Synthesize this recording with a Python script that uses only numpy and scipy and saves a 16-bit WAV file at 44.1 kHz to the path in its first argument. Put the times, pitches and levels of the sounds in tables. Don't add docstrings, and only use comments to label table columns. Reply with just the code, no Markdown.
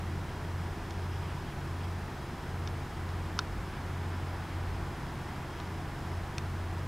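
import sys
import numpy as np
from scipy import signal
from scipy.fft import rfft, irfft
from scipy.io import wavfile
from scipy.ndimage import uniform_filter1d

SR = 44100
rng = np.random.default_rng(int(sys.argv[2]) if len(sys.argv) > 2 else 0)


def pcm_store(signal):
    levels = np.round(np.clip(np.atleast_2d(signal), -1, 1) * 32767)
    wavfile.write(sys.argv[1], SR, levels.astype(np.int16).T)


N = 302967

# (time [s], lag [cycles])
MOTOR_LAG = [(0.0, -0.29), (0.33, 0.53), (0.96, 1.74), (0.99, 1.9), (1.56, 2.56), (2.15, 3.49), (2.4, 3.49),
             (3.27, 5.24), (3.65, 5.38), (3.89, 5.81), (4.43, 6.27), (4.57, 6.98), (5.08, 7.57),
             (5.52, 7.55), (5.77, 7.73), (6.0, 7.52), (6.38, 8.73), (6.87, 9.24)]
def beating_hum(hum_hz=88.94, steady_db=-41, slow_db=-45, inertia_s=0.042):
    lag = np.interp(seconds(), *np.transpose(MOTOR_LAG))
    lag = uniform_filter1d(lag, int(inertia_s * SR), mode="nearest")
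    cycles = hum_hz * seconds() + rng.random()
    steady = np.sin(2 * np.pi * cycles)
    slow = np.sin(2 * np.pi * (cycles - lag))
    return np.sqrt(2) * (from_db(steady_db) * steady + from_db(slow_db) * slow)


# (pitch [Hz], level [dB], pitch wander [Hz])
FAN_TONES = [(23, -65, 0.08), (35, -51, 0.23), (59.1, -59, 0.22), (70.5, -50.5, 0.34), (119.2, -62, 0.079),
             (137, -49, 1.41), (171.8, -56.5, 0.37), (328.2, -57, 2.63), (364.8, -59.5, 4),
             (406.4, -63, 1.52), (824.4, -63, 1.89)]
def fans():
    return sum(from_db(db) * tone(hz + wander * drift(3.94)) for hz, db, wander in FAN_TONES)


# (frequency [Hz], relative level [dB])
ENGINE_COLOUR = [(15, -12), (28, -8), (52, -0.5), (76, -10), (110, -2.5), (150, -0.5), (215, -6.5),
                 (270, -8.5), (350, -8), (440, -13), (530, -17.5), (800, -39)]
TYRE_COLOUR = [(350, -11), (600, -2.5), (730, 1.5), (1050, -0.5), (1700, -4), (2600, -11.5), (4000, -17),
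               (5600, -21), (6600, -22.5), (8000, -24.5), (11000, -27.5), (15500, -32.5)]
# (time [s], level change [dB])
TYRE_SWELL = [(0, -0.4), (2.3, -.5), (4.6, .8), (6.87, -0.3)]
# (frequency [Hz], half width [Hz], level [dB])
RINGING_BANDS = [(967, 33, -59), (3273, 46, -71), (3710, 45, -91), (5100, 260, -69)]
def traffic(rumble_db=-43, hiss_db=-45.5, flutter_db=2):
    hz = bins()
    rumble = from_db(rumble_db) * diffuse_noise(gain_at(ENGINE_COLOUR, hz) / (1 + (hz / 1200) ** 4))
    hiss = from_db(hiss_db) * diffuse_noise(gain_at(TYRE_COLOUR, hz))
    low_hiss = irfft(rfft(hiss) / (1 + (hz / 3500) ** 4), N)
    swell = from_db(np.interp(seconds(), *np.transpose(TYRE_SWELL)))
    wash = hiss + low_hiss * (swell - 1)
    peaks = sum(from_db(db) * rms_one(1 / (1 + ((hz - centre) / width) ** 2))
                for centre, width, db in RINGING_BANDS)
    ringing = np.sqrt(np.mean(peaks ** 2)) * diffuse_noise(peaks)
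    flutter = from_db(flutter_db * drift(7.0))
    return rumble + wash + ringing * flutter


# (time [s], level [dB], knock strength [dB],
# brightness limit [Hz], pitch of the touched part [Hz], that part's relative level [dB])
FINGER_CLICKS = [(0.9080, -41, -8, 12000, 7000, -7), (2.675, -30.5, -11, 4600, 2290, -4.5),
                 (3.0900, -41, -12, 4800, 4230, -5), (3.3904, -19, 2.5, 5800, 4540, -4.5),
                 (5.6008, -35, -10, 4220, 2880, -5), (6.3821, -28, -5, 11500, 2530, 1.5)]
# (pitch [Hz], relative level [dB], time to fade by 60 dB [s])
SHELL_NOTES = [(947, -9, 0.021), (1372, -4.5, 0.03), (1610, -6, 0.012), (2960, -15, 0.0097),
               (3660, -7.5, 0.018), (4220, -8, 0.014), (5550, -1, 0.007), (6480, -9, 0.01),
               (8800, -20, .003), (10000, -21, .003)]
# (frequency [Hz], relative level [dB])
CRACK_COLOUR = [(500, -28), (1000, 2), (2500, -5), (5600, -5), (7500, -5), (11000, -8), (15000, -27)]
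def shell_clicks(crack_db=-4, crack_fade_s=0.0065, part_fade_s=0.0074, bounce_s=0.0047, bounce_db=-13.5):
    out, t = np.zeros((2, N)), seconds()
    crack = from_db(crack_db) * diffuse_noise(gain_at(CRACK_COLOUR, bins()))
    for start, level_db, knock_db, bright_hz, part_hz, part_db in FINGER_CLICKS:
        force = np.zeros(N)
        force[round(start * SR)] = 1
        force[round((start + bounce_s) * SR)] = from_db(bounce_db + knock_db)
        fade = np.exp(-np.log(1000) * np.clip((t - start) / crack_fade_s, 0, 10))
        click = crack * (t >= start) * fade
        click -= from_db(part_db) * ring(force, part_hz, part_fade_s)
        for k, (hz, note_db, fade_s) in enumerate(SHELL_NOTES):
            strength_db = note_db + knock_db * (hz < 1900) + rng.standard_normal()
            click += (-1) ** k * from_db(strength_db) * ring(force, hz, fade_s)
        treble_cut = signal.butter(2, bright_hz, fs=SR)
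        out += from_db(level_db) * signal.lfilter(*treble_cut, click)
    return out


# (time [s], level [dB], half length [s])
GRIP_THUDS = [(3.188, -44, 0.057), (3.554, -38, 0.052), (4.722, -40, .07)]
def grip(thud_hz=51, wander_hz=2.9):
    push = sum(from_db(db) * np.exp(-.5 * ((seconds() - s) / half) ** 2) for s, db, half in GRIP_THUDS)
    return push * tone(thud_hz + wander_hz * drift(12.0))


# (time [s], level [dB])
CLEAR_RUSTLES = [(1.15, -59), (1.31, -58), (1.49, -60), (1.835, -55.5)]
# (frequency [Hz], relative level [dB])
SCUFF_COLOUR = [(1200, -28), (2300, 1), (3300, 3), (3900, -13), (5200, -8), (8000, -37)]
def rustles(half_length_s=0.027, faint_per_s=1.2, faint_db=-60.5, grain_db=3):
    gaps = rng.exponential(1 / faint_per_s, size=16)
    faint = [(s, faint_db) for s in np.cumsum(gaps)]
    strokes = sum(from_db(db) * np.exp(-.5 * np.minimum(((seconds() - s) / half_length_s) ** 2, 20))
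                  for s, db in list(CLEAR_RUSTLES) + faint)
    grain = from_db(grain_db * drift(150))
    return strokes * grain * diffuse_noise(gain_at(SCUFF_COLOUR, bins()))


def whine(pitch_hz=5754, level_db=-75, end_s=2.2):
    fade = np.clip((end_s - seconds()) * 10, 0, 1)
    return from_db(level_db) * fade * tone(np.full(N, pitch_hz))


# (frequency [Hz], side level against the middle [dB])
STEREO_WIDTH = [(60, -22.5), (130, -30.5), (350, -19), (1400, -20.5), (2800, -14), (5600, -11),
                (9000, -21.5), (13000, -48)]
def diffuse_noise(colour):
    mid, side = rfft(rng.standard_normal((2, N))) * colour
    side = side * gain_at(STEREO_WIDTH, bins())
    return rms_one(irfft([mid + side, mid - side], N))


def from_db(db):
    return 10 ** (np.asarray(db) / 20)


def rms_one(x):
    return x / np.sqrt(np.mean(x ** 2) + 1e-20)


def seconds():
    return np.arange(N) / SR


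def bins():
    return np.maximum(np.arange(N // 2 + 1), 1) * SR / N


def gain_at(points, hz):
    at, db = np.transpose(points)
    return from_db(np.interp(np.log(hz), np.log(at), db))


def drift(rate):
    r = np.exp(-80 * np.pi * rate / SR)
    noise = rng.standard_normal(N // 40 + 2002)
    slow = signal.lfilter([1], [1, -2 * r, r * r], noise)[2000:]
    return np.interp(np.arange(N) / 40, np.arange(len(slow)), rms_one(slow))


def tone(hz):
    return np.sqrt(2) * np.sin(2 * np.pi * (np.cumsum(hz) / SR + rng.random()))


def ring(clicks, hz, t60):
    r, w = np.exp(-np.log(1000) / (t60 * SR)), 2 * np.pi * hz / SR
    return signal.lfilter([0, np.sin(w)], [1, -2 * r * np.cos(w), r * r], clicks + 1e-18)


def scene():
    return traffic() + beating_hum() + fans() + whine() + rustles() + grip() + shell_clicks()


def record(dry):
    cutoff_hz = 15700
    treble_cut = np.clip((cutoff_hz - bins()) / 100 + .5, 0, 1)
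    return irfft(rfft(dry) * treble_cut, N)


dry = scene()
out = record(dry)
pcm_store(out)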